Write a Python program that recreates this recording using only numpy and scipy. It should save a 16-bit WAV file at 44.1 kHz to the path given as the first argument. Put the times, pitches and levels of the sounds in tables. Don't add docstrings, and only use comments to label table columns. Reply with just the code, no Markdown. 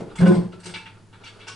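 import sys
import numpy as np
from scipy import signal
from scipy.fft import rfft, irfft, next_fast_len
from scipy.io import wavfile

SR = 44100
rng = np.random.default_rng(int(sys.argv[2]) if len(sys.argv) > 2 else 0)


def output_pcm(signal):
    pcm = np.clip(np.atleast_2d(signal).T, -1, 1) * 32767
    wavfile.write(sys.argv[1], SR, np.round(pcm).astype(np.int16))


N = 68355
T = np.arange(N) / SR

# (frequency [Hz], relative level [dB])
ROOM_COLOUR = [(20, 2), (70, -14), (100, -13.5), (170, 4), (240, -4.5), (360, -5.5), (600, -15.5),
               (1200, -19.5), (3000, -26), (7000, -29), (11000, -31.5)]
# (frequency [Hz], level [dB])
HUM_TONES = [(102.5, -54), (113, -62)]
# (time [s], level [dB])
SLEEVE_LEVELS = [(0, -56), (0.14, -52), (0.6, -64), (0.95, -59), (1.1, -76), (1.17, -58.5), (1.22, -49),
                 (1.3, -52), (1.37, -50.5), (1.45, -54), (1.55, -51.5)]
# (frequency [Hz], relative level [dB])
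SLEEVE_COLOUR = [(150, -4.5), (400, 6.5), (750, 3.5), (1100, -0.5), (1450, 6.5), (2100, -11), (3300, -7.5),
                 (4000, -15.5), (4600, -4), (6000, -26), (11000, -27.5)]
# (time [s], fade time [s], knock level [dB], thud level [dB])
BUMPS = [(0.0, 0.019, -29.5, -67), (0.055, 0.08, -39, -60), (0.11, 0.049, -58, -44),
         (0.203, 0.0067, -27, -39), (0.342, 0.031, -29.5, -38.5), (0.53, 0.06, -47, -56),
         (0.651, 0.042, -41.5, -66), (0.743, .01, -48.5, -75)]
# (frequency [Hz], relative level [dB])
KNOCK_COLOUR = [(80, -15), (170, 3), (260, -0.5), (390, 3.5), (470, 0.5), (620, -8), (800, -12),
                (1400, -24), (4000, -34), (10000, -43)]
# (frequency [Hz], relative level [dB])
THUD_COLOUR = [(15, -11), (32, 2), (60, -15), (115, -16), (200, -26), (600, -48)]
# (time [s], frequency [Hz], level [dB], ring time [s])
PINGS = [(0.18, 2150, -35.5, 0.15), (0.259, 1027, -28, 0.48), (0.263, 540, -21, 0.13),
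         (0.258, 1492, -28, 0.27), (0.53, 1340, -43, 0.21), (0.739, 892, -42, 0.65),
         (0.741, 2312, -32.5, 0.25), (0.743, 3410, -43, 0.19), (0.76, 2833, -47, 0.18),
         (0.774, 2660, -38, 0.18), (0.856, 2770, -44, .15), (1.238, 2318, -42.5, 0.26),
         (1.264, 1350, -46, 0.2), (1.26, 4490, -46, 0.26), (1.476, 5592, -44.5, .28),
         (1.475, 2766, -41.5, 0.27), (1.476, 1499, -41.5, 0.3), (1.495, 1105, -48.5, 0.49)]
# (time [s], fade time [s], strength in each of four bands, low to high [dB])
CLICKS = [(0.097, 0.0019, -56, -54.5, -86, -68), (0.155, 0.01, -38, -41.5, -45.5, -45),
          (0.184, 0.0055, -41.5, -44.5, -42.5, -46), (0.208, 0.0027, -35, -45.5, -46, -47),
          (0.257, .012, -32.5, -34.5, -43.5, -49), (0.523, 0.015, -51, -50, -58, -68),
          (0.595, 0.015, -52, -56, -51, -55), (0.632, 0.0058, -46.5, -48.5, -44.5, -48),
          (0.656, 0.013, -41, -39.5, -38.5, -44), (0.687, 0.027, -44, -46.5, -45, -48),
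          (0.739, 0.0084, -39.5, -33, -43, -55), (0.757, .006, -39, -40, -47, -53),
          (0.857, 0.011, -46, -43.5, -54, -68), (1.129, 0.024, -48, -51, -68, -70),
          (1.237, 0.0071, -49, -41, -43, -61), (1.262, 0.013, -43.5, -40.5, -49.5, -58),
          (1.392, 0.0072, -52, -53, -55, -68), (1.407, 0.035, -57, -41, -70, -66),
          (1.47, 0.01, -40.5, -38, -33.5, -46), (1.516, 0.0079, -49.5, -46, -68, -60)]
BAND_EDGES_HZ = [700, 1900, 3800, 6300, 11500]
# (frequency [Hz], gain [dB])
CLICK_COLOUR = [(700, -12), (900, -8), (1150, -9), (1450, 0.5), (1950, -5), (2400, -3), (3300, -4),
                (4100, -3), (4800, -4), (6000, -8), (7000, -3.5), (8200, 4), (10000, -7), (11000, -6)]
# (frequency [Hz], relative level [dB], ring time [s])
PART_NOTES = [(907, -2, 0.2), (1120, -19, 0.18), (1351, -8, 0.36), (1478, -11, 0.5), (1620, -10, 0.29),
              (2210, -9, 0.23), (2670, -7.5, 0.28), (2836, 0.5, 0.14), (2960, -45, 0.31), (3410, -8, 0.31),
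              (3670, -28, 0.099), (4500, -12.5, 0.6), (5180, -20, 0.13)]
# (time [s], level of its lower tone [dB])
NUDGE_LEVELS = [(0.0, -39.5), (0.045, -38), (0.09, -68), (0.6, -56.5), (0.66, -51.5), (0.695, -36.5),
                (0.73, -52), (0.765, -44), (0.83, -56), (1.0, -69)]
# (time [s], lower tone [dB], upper tone [dB], judder octave [dB])
BOOM_LEVELS = [(0.183, -48, -74, -70), (0.196, -20, -46, -60), (0.213, -26, -32, -33),
               (0.221, -8, -20.5, -53), (0.25, -13.5, -17, -42), (0.29, -14, -16.5, -21.5),
               (0.312, -12, -16, -10.5), (0.335, -35.5, -14, -22), (0.39, -13.5, -48, -26.5),
               (0.425, -30.5, -49, -35), (0.46, -35.5, -28.5, -43.5), (0.5, -41.5, -56.5, -49.5),
               (0.6, -58.5, -57, -53)]
# (time [s], rattle strength [dB], grit strength [dB])
JUDDER_LEVELS = [(0.2, -67, -48.5), (0.216, -20, -66), (0.245, -28.5, -67), (0.269, -12, -28.5),
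                 (0.286, -36, -39.5), (0.315, -20.5, -44), (0.355, -35.5, -39), (0.39, -43.5, -54),
                 (0.46, -49, -74), (0.5, -75, -87)]
# (frequency [Hz], relative level [dB], ring time [s])
TANK_NOTES = [(285, -26, .15), (334, -15, 0.18), (422, 12, 0.19), (538, 8, 0.092), (635.6, 1.5, 0.092),
              (721, -4, 0.17), (860, -23, 0.32), (1016, 1.5, .06), (1028, -2.5, 0.11), (1491, 4, 0.14)]
# (frequency [Hz], relative level [dB])
RATTLE_COLOUR = [(120, -19.5), (260, 11), (550, -0.5), (1000, -3.5), (1300, -13), (1600, -13), (2500, -20),
                 (5000, -46)]
# (frequency [Hz], relative level [dB])
GRIT_COLOUR = [(900, -8.5), (1800, 9), (2900, 2), (3500, 2), (5000, -1), (6000, -11), (7200, -15),
               (7900, -2.5), (8700, -2), (9400, -12.5), (11000, -19)]

JUDDER_HZ = 179.3
LEFT_RIGHT = np.array([[1], [-1]])


def from_db(db):
    return 10 ** (np.asarray(db) / 20)


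def rms_one(x):
    return x / np.sqrt(np.mean(x ** 2) + 1e-20)


def gains(rows):
    times, *columns = np.transpose(rows)
    return [from_db(np.interp(T, times, db, left=-120, right=-120)) for db in columns]


def colour(x, points, keep_level=True):
    size = next_fast_len(2 * N)
    hz, db = np.transpose(points)
    gain = from_db(np.interp(np.log(np.fft.rfftfreq(size, 1 / SR) + 1), np.log(hz), db))
    cepstrum = irfft(np.log(rms_one(gain) if keep_level else gain), size)
    cepstrum[1:size // 2] *= 2
    cepstrum[size // 2 + 1:] = 0
    return irfft(rfft(x, size) * np.exp(rfft(cepstrum)), size)[..., :N]


def drift(hz):
    smoothing = signal.butter(2, hz, fs=SR, output="sos")
    return rms_one(signal.sosfilt(smoothing, rng.standard_normal(2 * N))[N:])


def stereo_noise(side_db=-8):
    mid, side = rng.standard_normal((2, N))
    return rms_one(mid + from_db(side_db) * side * LEFT_RIGHT)


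def grains(spread_db=8.5):
    return rms_one(rng.standard_normal(N) * from_db(spread_db * drift(727)))


def burst(start, fade_s, rise_s=0.0016):
    age = np.maximum(T - start, 0)
    envelope = (1 - np.exp(-age / rise_s)) * np.exp(-age / fade_s)
    return rms_one(grains() * envelope) * np.sqrt(.03 * SR / N)


def ring(x, hz, ring_s):
    decay, step = from_db(-60 / (ring_s * SR)), 2 * np.pi * hz / SR
    return signal.lfilter([0, np.sin(step)], [1, -2 * decay * np.cos(step), decay ** 2], x + 1e-18)


def bathroom(x, early_s=0.13, tail_s=0.4):
    early, tail = (rms_one(from_db(-60 * T / ring_s)) for ring_s in (early_s, tail_s))
    echo = rms_one(stereo_noise() * np.hypot(from_db(0.5) * early, tail)) / np.sqrt(N)
    echo[:, 0] += from_db(-15.5)
    return signal.fftconvolve(x[None], echo, axes=1)[:, :N]


def background(room_db=-53, throb_db=2):
    hum = 0
    for hz, db in HUM_TONES:
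        height = np.sqrt(2) * from_db(db + throb_db * drift(14))
        hum = hum + height * np.sin(2 * np.pi * hz * T + 0.12 * drift(7.4))
    pressure, = gains(SLEEVE_LEVELS)
    sleeve = bathroom(colour(pressure * grains(), SLEEVE_COLOUR))
    return hum + sleeve + from_db(room_db) * colour(stereo_noise(), ROOM_COLOUR)


def bumps(direct_db=-4):
    knocks = sum(from_db(db) * burst(start, fade_s) for start, fade_s, db, _ in BUMPS)
    thuds = sum(from_db(db) * burst(start, fade_s) for start, fade_s, _, db in BUMPS)
    knocks, thuds = colour(knocks, KNOCK_COLOUR), colour(thuds, THUD_COLOUR)
    return from_db(direct_db) * knocks + bathroom(knocks) + bathroom(thuds).mean(axis=0)


def pings(waver_db=3.7):
    notes = 0
    for start, hz, db, ring_s in PINGS:
        age = np.maximum(T - start, 0)
        envelope = from_db(db - 60 * age / ring_s) * (1 - np.exp(-age / 0.001))
        waver = from_db(waver_db * drift(40))
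        phase = rng.normal(0, 0.56, (2, 1))
        notes = notes + envelope * waver * np.sin(2 * np.pi * hz * age + phase)
    return notes


def clicks(scuff_db=-2, ring_db=-4):
    rows = np.array(CLICKS)
    bursts = np.array([burst(start, fade_s) for start, fade_s in rows[:, :2]])
    starts = (rows[:, 0] * SR).astype(int)
    scuffs, rings = 0, 0
    for k, (low, high) in enumerate(zip(BAND_EDGES_HZ, BAND_EDGES_HZ[1:])):
        strength = from_db(rows[:, 2 + k])
        band = signal.butter(3, [low, high], "band", fs=SR, output="sos")
        make_up = np.sqrt(SR / 2 / (high - low))
        scuffs = scuffs + (-1) ** k * make_up * signal.sosfilt(band, strength @ bursts)
        for hz, db, ring_s in PART_NOTES:
            if low <= hz < high:
                taps = np.zeros(N)
                taps[starts] = strength * from_db(db + rng.normal(0, 2.4, len(rows)))
                balance = from_db(rng.normal(0, 2.2, (2, 1)))
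                rings = rings + balance * ring(taps, hz, ring_s)
    scuffs = bathroom(colour(scuffs, CLICK_COLOUR, keep_level=False))
    return from_db(scuff_db) * scuffs + from_db(ring_db) * rings


def tank_boom(lower_hz=176, upper_hz=199, room_hz=115.7, room_lag_s=0.061):
    lower, upper, octave = gains(BOOM_LEVELS)
    nudge, = gains(NUDGE_LEVELS)
    turn = 2 * np.pi * (T - 0.2025)
    tank_lead, octave_lead = 0.2 * LEFT_RIGHT, 1.025 * LEFT_RIGHT
    lower_tone = (lower + nudge) * np.sin(lower_hz * turn + tank_lead)
    upper_tone = upper * np.sin(upper_hz * turn + tank_lead)
    room_swell = from_db(-20.5) * np.interp(T - room_lag_s, T, lower)
    room_tone = room_swell * np.sin(room_hz * turn + 0.53 * drift(11))
    octave_tone = octave * np.sin(2 * JUDDER_HZ * turn + octave_lead + 0.4 * drift(44))
    return np.sqrt(2) * (lower_tone + upper_tone + room_tone + octave_tone)


def fitting_judder(jitter=0.021, slip_spread_db=4, width=0.46, tank_db=-5.5, rattle_db=-1.5):
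    rattle, grit = gains(JUDDER_LEVELS)
    cycles = np.cumsum(JUDDER_HZ * (1 + jitter * drift(80))) / SR
    ticks = np.diff(np.floor(cycles), prepend=0)
    slips = rms_one(ticks * from_db(slip_spread_db * drift(91)))
    after_slip = np.exp(-2.5 * (cycles % 1))
    chatter = rms_one(grains() * after_slip)
    force = rattle * rms_one(slips + 0.46 * chatter)
    stereo_spread = width * rattle * rms_one(grains() * after_slip) * LEFT_RIGHT
    tank = sum(from_db(db) * ring(force + stereo_spread, hz, ring_s) for hz, db, ring_s in TANK_NOTES)
    bass_cut = signal.butter(4, 260, "high", fs=SR, output="sos")
    tank = rms_one(signal.sosfilt(bass_cut, tank)) * force.std() * from_db(tank_db)
    rattling = from_db(rattle_db) * colour(rattle * chatter, RATTLE_COLOUR)
    rubbing = colour(grit * chatter, GRIT_COLOUR)
    return tank + bathroom(rattling + rubbing)


def scene():
    return tank_boom() + fitting_judder() + clicks() + pings() + bumps() + background()


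def record(dry, cutoff_hz=10950):
    return signal.sosfilt(signal.ellip(12, .2, 80, cutoff_hz, fs=SR, output="sos"), dry)


dry = scene()
out = record(dry)
output_pcm(out)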